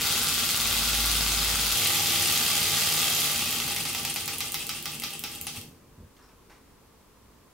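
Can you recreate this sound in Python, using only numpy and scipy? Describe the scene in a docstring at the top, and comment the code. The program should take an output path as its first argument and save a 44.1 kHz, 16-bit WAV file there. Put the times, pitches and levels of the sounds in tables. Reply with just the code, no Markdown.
"""A fast, even metallic clatter: a miniature four-coil solenoid engine on a cutting mat in a small room.
Each turn repeats a pattern of contact ticks and rod knocks over the plungers' rub, and shakes the table.
A second, faster run follows at once. The power goes off: drag and friction slow the crank, and its
loose rods tick and clack once a turn until it catches. Soft bumps and faint scuffs follow."""
import sys
import numpy as np
from scipy import signal
from scipy.fft import rfft, irfft
from scipy.io import wavfile

SR = 44100
rng = np.random.default_rng(int(sys.argv[2]) if len(sys.argv) > 2 else 0)


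def transcribe(u):
    """Save the signal u as a 16-bit wav file named by the first command-line argument.

    u: samples, shape (n,) or (channels, n), limited to [-1, 1]; the rate is SR.
    q: integer samples, one column per channel.
    """
    v = np.clip(np.atleast_2d(u).T, -1, 1)
    q = np.round(v * 32767).astype(np.int16)
    wavfile.write(sys.argv[1], SR, q)


N = 332068
TIME = np.arange(N) / SR
SECOND_RUN_S, POWER_OFF_S, STOP_S = 1.75, 3.217, 5.66
FIRST_RUN = TIME < SECOND_RUN_S
FULL_TURNS_PER_S, CRAWL_TURNS_PER_S = 19, 2.9
DRIVE_DB_PER_OCTAVE = 13.5  # loss per halving of speed after power-off


def from_db(db):
    """Decibels to gain."""
    return 10 ** (np.asarray(db) / 20)


def rms_one(x):
    """Scale to unit power."""
    return x / np.sqrt(np.mean(x ** 2) + 1e-20)


def in_time(rows):
    """Rows of (s, value) to one value per sample."""
    return np.interp(TIME, *np.transpose(rows))


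def drift(rate_hz):
    """Random wander of unit power, with rate_hz new values a second."""
    steps = np.arange(N // 16)
    return rms_one(np.interp(TIME * rate_hz, steps, rng.standard_normal(len(steps))))


def colour(x, spectrum, size=4096):
    """Minimum-phase filter from rows of (Hz, dB)."""
    hz, db = np.transpose(spectrum)
    bin_hz = np.arange(size // 2 + 1) * SR / size
    gain = from_db(np.interp(np.log(bin_hz + 1), np.log(hz), db))
    cepstrum = irfft(np.log(gain))
    cepstrum[1:size // 2] *= 2
    cepstrum[size // 2 + 1:] = 0
    impulse = irfft(np.exp(rfft(cepstrum)))
    return signal.oaconvolve(x, impulse)[:len(x)]


def resonate(force, modes):
    """The force plus the modes it sets ringing."""
    out = force.copy()
    for hz, width_hz, db in modes:
        r = np.exp(-np.pi * width_hz / SR)
        feedforward = [(1 - r * r) / 2, 0, (r * r - 1) / 2]
        feedback = [1, -2 * r * np.cos(2 * np.pi * hz / SR), r * r]
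        out += from_db(db) * signal.lfilter(feedforward, feedback, force + 1e-18)
    return out


def bursts(times_s, db, decay_s):
    """One rough, decaying burst of force per contact."""
    clicks = np.zeros(N)
    np.add.at(clicks, np.clip(np.asarray(times_s) * SR, 0, N - 1).astype(int), from_db(db))
    envelope = signal.lfilter([1], [1, -np.exp(-1 / (decay_s * SR))], clicks + 1e-18)
    return envelope * rng.standard_normal(N)


def crank_speed(glide_turns_per_s=9.143, drag_s=.579, friction_turns_per_s2=2.36, stall_s=.1):
    """Turns per second: driven, then slowed quickly by drag and evenly by friction until it stalls."""
    # Each row: time in seconds, driven speed in turns per second.
    driven = [(0, 18.69), (.45, 18.11), (1.749, 18.08), (1.751, 20.27), (2.3, 19.63), (2.75, 19.555),
              (3.217, 18.65)]
    free_s = np.maximum(TIME - POWER_OFF_S, 0)
    above_glide = (in_time(driven) - glide_turns_per_s) * np.exp(-free_s / drag_s)
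    speed = glide_turns_per_s + above_glide - friction_turns_per_s2 * free_s
    return np.maximum(speed, 0) * np.clip((STOP_S - TIME) / stall_s, 0, 1)


def repeat_pattern(turns, pattern, start_s, end_s, jitter_s, spread_db):
    """The pattern once a turn, never quite alike: rows of (s, tick dB, knock dB)."""
    rows = np.array([(turn + at, tick, knock)
                     for turn in range(int(turns[-1])) for at, tick, knock in pattern])
    scatter = rng.standard_normal((len(rows), 3))
    times_s = np.interp(rows[:, 0], turns, TIME) + jitter_s * scatter[:, 0]
    hits = np.column_stack([times_s, rows[:, 1:] + spread_db * scatter[:, 1:]])
    return hits[(times_s > start_s) & (times_s < end_s)]


def ticks_and_knocks(turns, slowing_octaves):
    """Contact and rod forces as the four coils pull in turn; they fade as the crank coasts."""
    # One turn of each run. Each row: crank angle in turns, tick level in dB, knock level in dB.
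    first_turn = [(0.176, -13.5, -16), (.286, -12.5, -26), (.31, -17.5, -18.5), (0.399, -16.5, -27),
                  (.507, -15.5, -17), (.73, -17.5, -25.5), (.893, -19, -29), (.99, -26, -11)]
    second_turn = [(.223, -12.5, -16), (.298, -13.5, -18.5), (.40, -33, -15.5), (.507, -15.5, -16),
                   (.74, -13, -16.5), (0.907, -18, -17), (.978, -17.5, -11.5)]
    # Force spectra. Each row: frequency in Hz, gain in dB.
    tick_spectrum = [(400, -11.5), (2000, -0.5), (5000, -3.5), (8000, 3.5), (12000, 9), (16000, 3)]
    knock_spectrum = [(400, -4), (1200, -0.5), (2500, -1.5), (3600, 1), (5000, 2.5), (6500, -3),
                      (16000, -9.5)]
    first = repeat_pattern(turns, first_turn, 0, SECOND_RUN_S, jitter_s=.00018, spread_db=.87)
    second = repeat_pattern(turns, second_turn, SECOND_RUN_S, STOP_S, jitter_s=.00028, spread_db=1.5)
    times_s, tick_db, knock_db = np.vstack([first, second]).T
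    loss_db = DRIVE_DB_PER_OCTAVE * np.interp(times_s, TIME, slowing_octaves) * (times_s > POWER_OFF_S)
    ticks = colour(bursts(times_s, tick_db - loss_db, decay_s=.00065), tick_spectrum)
    knocks = colour(bursts(times_s, knock_db - loss_db, decay_s=.0016), knock_spectrum)
    return from_db(-3) * ticks, from_db(-3) * knocks


def friction(grain_db, rattle_db):
    """Friction noise, uneven from grain to grain and in short runs."""
    return rms_one(rng.standard_normal(N) * from_db(grain_db * drift(1400) + rattle_db * drift(190)))


def plungers(turns, speed, slowing_octaves, swing, db_per_octave=8, catch_s=5.57, catch_width_s=.02):
    """Plungers rub in their coils on both strokes, chatter once a turn and scrape as the crank catches."""
    # Force spectra. Each row: frequency in Hz, gain in dB.
    rub_spectrum = [(400, 2.5), (1200, 2.6), (3000, 2.33), (6000, 1.44), (10000, 0.44), (16000, 1.1)]
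    chatter_spectrum = [(1200, -35), (2200, -12), (2650, 8), (3150, 0.5), (3900, -15), (6000, -25),
                        (7800, 3.5), (9400, 7), (12000, -6), (16000, -36)]
    scrape_db = 6.5 * np.exp(-((TIME - catch_s) / catch_width_s) ** 2)
    slide_db = np.where(FIRST_RUN, -25, -24) - db_per_octave * slowing_octaves + scrape_db
    stroke_db = 1.05 * np.cos(4 * np.pi * (turns - .02)) + 2.3 * np.cos(2 * np.pi * (turns - .85))
    level = from_db(slide_db + swing * stroke_db)
    rub = colour(friction(grain_db=2, rattle_db=.8) * level, rub_spectrum)
    mid_stroke = np.maximum(np.cos(2 * np.pi * (turns - .97)), 0) ** 2
    chatter = colour(friction(grain_db=1, rattle_db=4.5) * level * mid_stroke * swing, chatter_spectrum)
    moving = np.clip(speed / CRAWL_TURNS_PER_S, 0, 1) ** 2
    return from_db(-3.5) * moving * (rub + from_db(-.5) * chatter)


def frame(force):
    """All engine forces ring the same metal frame."""
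    # Each row: mode frequency in Hz, width in Hz, gain in dB.
    modes = [(822.5, 18, 2), (810, 11, -27), (930, 28, -10), (1181, 25, 3.5), (1317, 11, 2.5),
             (2028, 137, -3.5), (2573, 107, -3.5), (2784, 45, -5.5), (3030, 23, -9.5), (3206, 38, 2),
             (3420, 32, -3.5), (3540, 45, -7.5), (3970, 59, -5.5), (4337, 41, -5), (4800, 55, -20),
             (4706, 48, -7.5)]
    # Engine colour in each run. Each row: frequency in Hz, gain in dB.
    first_spectrum = [(240, -25), (400, -6.5), (607, -8), (826, -6.5), (1030, -7.5), (1160, -6), (1380, 1),
                      (1790, -9.5), (2150, -4), (3470, 0), (4650, -1), (6740, -2.5), (11600, -7),
                      (15000, -9.5), (16000, -3)]
    second_spectrum = [(250, -34), (400, -5), (470, -8.5), (700, -7.5), (830, -3.5), (1020, -13),
                       (1220, -4), (1780, -9.5), (2000, -5.5), (3100, -0.5), (3750, -2.5), (4700, -2.5),
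                       (6640, -3), (16000, -8.5)]
    ringing = resonate(force, modes)
    return np.where(FIRST_RUN, colour(ringing, first_spectrum), colour(ringing, second_spectrum))


def table_rumble(turns, slowing_octaves, swing, db_per_octave=2.5, settle_db_per_s=49,
                 critical_turns_per_s=11.4, critical_width_octaves=.34):
    """Each stroke shakes the table top; it swells at a critical speed and settles after the stop."""
    # Each row: mode frequency in Hz, width in Hz, gain in dB.
    modes = [(86, 30, -3.5), (153.2, 19, 2.5), (234, 10.2, 9), (286, 11, 7.5), (339, 17, 8),
             (414, 11.5, 10.5), (450, 32, 7.5)]
    # Table-top colour. Each row: frequency in Hz, gain in dB.
    spectrum = [(25, -22), (50, -10), (85, -3), (150, -2), (260, -6.5), (400, -15.5), (600, -18),
                (1000, -35)]
    off_critical_octaves = slowing_octaves - np.log2(FULL_TURNS_PER_S / critical_turns_per_s)
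    swell_db = 4 * np.exp(-(off_critical_octaves / critical_width_octaves) ** 2)
    loss_db = db_per_octave * slowing_octaves + settle_db_per_s * np.maximum(TIME - STOP_S, 0)
    stroke_db = .89 * swing * np.cos(4 * np.pi * (turns - .094))
    push = rng.standard_normal(N) * from_db(-26 + swell_db - loss_db + stroke_db)
    return colour(resonate(push, modes), spectrum)


def base_hum(turns, slowing_octaves, waver_db=1.5):
    """The base hums at multiples of the crank speed; in the first run it also rocks three times a turn."""
    # Each row: time in seconds, relative rocking level in dB.
    rocking = [(0.0, -50), (0.58, -54), (0.634, -45), (1.046, -34.5), (1.486, -37.5), (1.74, -42.5)]
    # Each row: multiple of crank speed, first-run level in dB, second-run level in dB,
    # second-run fade in dB per second (negative counts as none).
    harmonics = [(4, -61, -55, -3), (5, -48.5, -40, 10), (6, -52, -57, 7), (8, -55, -46.5, 0),
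                 (9, -54, -62, 3), (11, -52, -55.5, 0), (12, -71, -59, 0), (13, -48, -57, -2),
                 (14, -56, -66, 2), (17, -58, -48, 6.5), (21, -68, -60, -1), (23, -62, -53.5, 5)]
    tones = from_db(in_time(rocking) + 3.5) * FIRST_RUN * np.sin(3 * 2 * np.pi * turns)
    for multiple, first_db, second_db, fade_db_per_s in harmonics:
        db = np.where(FIRST_RUN, first_db, second_db - max(fade_db_per_s, 0) * (TIME - SECOND_RUN_S))
        tones += from_db(db + waver_db * drift(15)) * np.sin(2 * np.pi * multiple * turns)
    return tones * from_db(-DRIVE_DB_PER_OCTAVE * slowing_octaves * (TIME > POWER_OFF_S))


def diffuse(mid, side):
    """Sound from all round: alike in both ears in the bass, unrelated in the treble."""
    # Each row: frequency in Hz, side against mid in dB.
    width = [(60, -21), (150, -11), (300, -5), (700, -5.5), (1300, -7), (2500, -4.5), (4500, 0.5),
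             (16000, -1.5)]
    side = colour(side, width)
    return np.array([mid + side, mid - side])


def room(x, t60_s, wet_db, early_db, early_s, gap_s):
    """Direct sound, close reflections from the table, and the room's tail."""
    # Reverberation colour. Each row: frequency in Hz, gain in dB.
    walls = [(100, -13.5), (600, 0.5), (3000, 0.5), (6000, 1), (10000, 0), (16000, 0)]
    t = TIME[:SR // 2]
    late = from_db(wet_db - 60 * t / t60_s) / np.sqrt(t60_s * SR / np.log(1e6))
    early = from_db(early_db) * np.exp(-t / early_s) / np.sqrt(early_s * SR / 2)
    decay = np.hypot(late, early) * np.clip(t / gap_s, 0, 1) ** 2
    mid, side = [colour(noise * decay, walls) for noise in rng.standard_normal((2, len(t)))]
    return x + signal.fftconvolve(x[None], diffuse(mid, side), axes=1)[:, :N]


def room_tone():
    """Faint, steady, diffuse noise, mostly bass."""
    # Each row: frequency in Hz, relative level in dB.
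    spectrum = [(20, -30), (36, -2), (52, 0.5), (85, -5.5), (170, -8.5), (260, -6.5), (320, -11),
                (450, -9.5), (620, -16.5), (770, -18), (1050, -13), (1450, -21), (4000, -28),
                (16000, -31.5)]
    mid, side = [rms_one(colour(noise, spectrum)) for noise in rng.standard_normal((2, N))]
    return from_db(-57.5) * diffuse(mid, side)


def once_a_turn(turns, speed, at_turns, db, fall_db_per_octave=0, hardest_turns_per_s=8, from_s=3.35):
    """One contact each time the coasting crank passes an angle: rows of (s, dB)."""
    passes = np.flatnonzero((np.diff(np.floor(turns - at_turns)) > 0) & (TIME[1:] > from_s))
    octaves = np.log2(speed[passes] / hardest_turns_per_s)
    return np.column_stack([TIME[passes], db - fall_db_per_octave * np.abs(octaves)])


def loose_rods(turns, speed, lag_s=.001, tick_edge_hz=3400):
    """Coasting, a rod takes up its play with a thin tick, then clacks over dead centre and chatters."""
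    # The tick's wandering place. Each row: time in seconds, crank angle in turns.
    play_angle = [(3.4, .27), (3.7, .305), (4.65, .325), (5.0, .285), (5.41, .256)]
    # Lighter taps of the other rods. Each row: crank angle in turns, level in dB.
    taps = [(.84, -26), (.99, -27)]
    # Clacks out of step, one early, two as the crank catches. Each row: start in seconds, level in dB.
    stray_clacks = [(5.02, -20), (5.559, -36), (5.569, -33)]
    # Force spectra. Each row: frequency in Hz, gain in dB.
    tick_spectrum = [(400, -8.5), (1500, -3), (3000, -2), (5500, -7.5), (9500, 0.5), (12500, 4.5),
                     (16000, 2)]
    clack_spectrum = [(400, -10.5), (800, 5), (1250, 5), (1650, 2), (2100, 6.5), (3200, 2), (5700, 5),
                      (6800, -4), (16000, -14)]
    light = [once_a_turn(turns, speed, at, db) for at, db in [(in_time(play_angle), -16.5), *taps]]
    heavy = once_a_turn(turns, speed, at_turns=.484, db=-12.5, fall_db_per_octave=3.5)
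    tick_s, tick_db = np.vstack(light).T
    clack_s, clack_db = np.vstack([heavy, stray_clacks]).T
    highpass = signal.butter(2, tick_edge_hz, "high", fs=SR, output="sos")
    ticks = signal.sosfilt(highpass, bursts(tick_s + lag_s, tick_db + 4, decay_s=.00049))
    clack_edges = bursts(clack_s + lag_s, clack_db + 3.5, decay_s=.00031)
    clacks = bursts(clack_s + lag_s, clack_db - 6, decay_s=.0015)
    chatter = bursts(clack_s + lag_s, clack_db - 15, decay_s=.019)
    return colour(ticks + clack_edges, tick_spectrum), colour(clacks + chatter, clack_spectrum)


def bumps():
    """Soft, dull bumps on the table."""
    # Each row: start in seconds, relative level in dB.
    hits = [(5.574, -36.5), (5.62, -52), (5.978, -38), (6.001, -39), (6.022, -38)]
    # Each row: frequency in Hz, gain in dB.
    spectrum = [(30, -20), (60, -2), (100, 6), (160, -5), (235, 1), (300, -19), (450, -19), (700, -30),
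                (2000, -64)]
    return from_db(16) * colour(bursts(*np.transpose(hits), decay_s=.018), spectrum)


def scuffs(ring_width_hz=450):
    """Faint scuffs on the table, each with one broad resonance."""
    # Each row: start in seconds, decay in seconds, relative level in dB, ring in Hz, ring gain in dB.
    strokes = [(6.166, .014, -55.5, 3300, 1), (6.19, 0.091, -63.5, 1130, 5), (6.225, .04, -64, 5370, 15),
               (6.29, .04, -63, 2600, 4), (6.498, 0.063, -53.5, 2050, 0)]
    # Each row: frequency in Hz, gain in dB.
    spectrum = [(200, -2), (600, -2), (1150, 1.5), (2100, -5.5), (3000, -9), (5400, -10), (7000, -14),
                (16000, -24)]
    rubbing = sum(resonate(bursts([start_s], [db], decay_s), [(ring_hz, ring_width_hz, ring_db)])
                  for start_s, decay_s, db, ring_hz, ring_db in strokes)
    return from_db(9.5) * colour(rubbing, spectrum)


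def scene():
    """The crank angle drives every part of the engine."""
    speed = crank_speed()
    turns = np.cumsum(speed) / SR - .022
    slowing_octaves = np.log2(FULL_TURNS_PER_S / np.maximum(speed, CRAWL_TURNS_PER_S))
    swing = np.interp(speed, [5, 18], [1.5, .5])  # a slower crank pulses more within a turn
    forces = [plungers(turns, speed, slowing_octaves, swing),
              *ticks_and_knocks(turns, slowing_octaves),
              *loose_rods(turns, speed)]
    # Each part radiates from its own place, so meets its own reflections.
    engine = sum(room(frame(force), t60_s=.37, wet_db=-2, early_db=-6, early_s=.0062, gap_s=.004)
                 for force in forces)
    engine *= from_db(FIRST_RUN * np.array([[.3], [-.3]]))  # first run slightly left
    table = table_rumble(turns, slowing_octaves, swing) + bumps() + scuffs()
    table = room(table, t60_s=.4, wet_db=-7.5, early_db=-19, early_s=.0067, gap_s=.0034)
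    return engine + table + room_tone() + base_hum(turns, slowing_octaves)


def record(dry):
    """Steep low-pass at 15750 Hz."""
    return signal.sosfilt(signal.ellip(12, .1, 80, 15750, fs=SR, output="sos"), dry)


dry = scene()
out = record(dry)
transcribe(out)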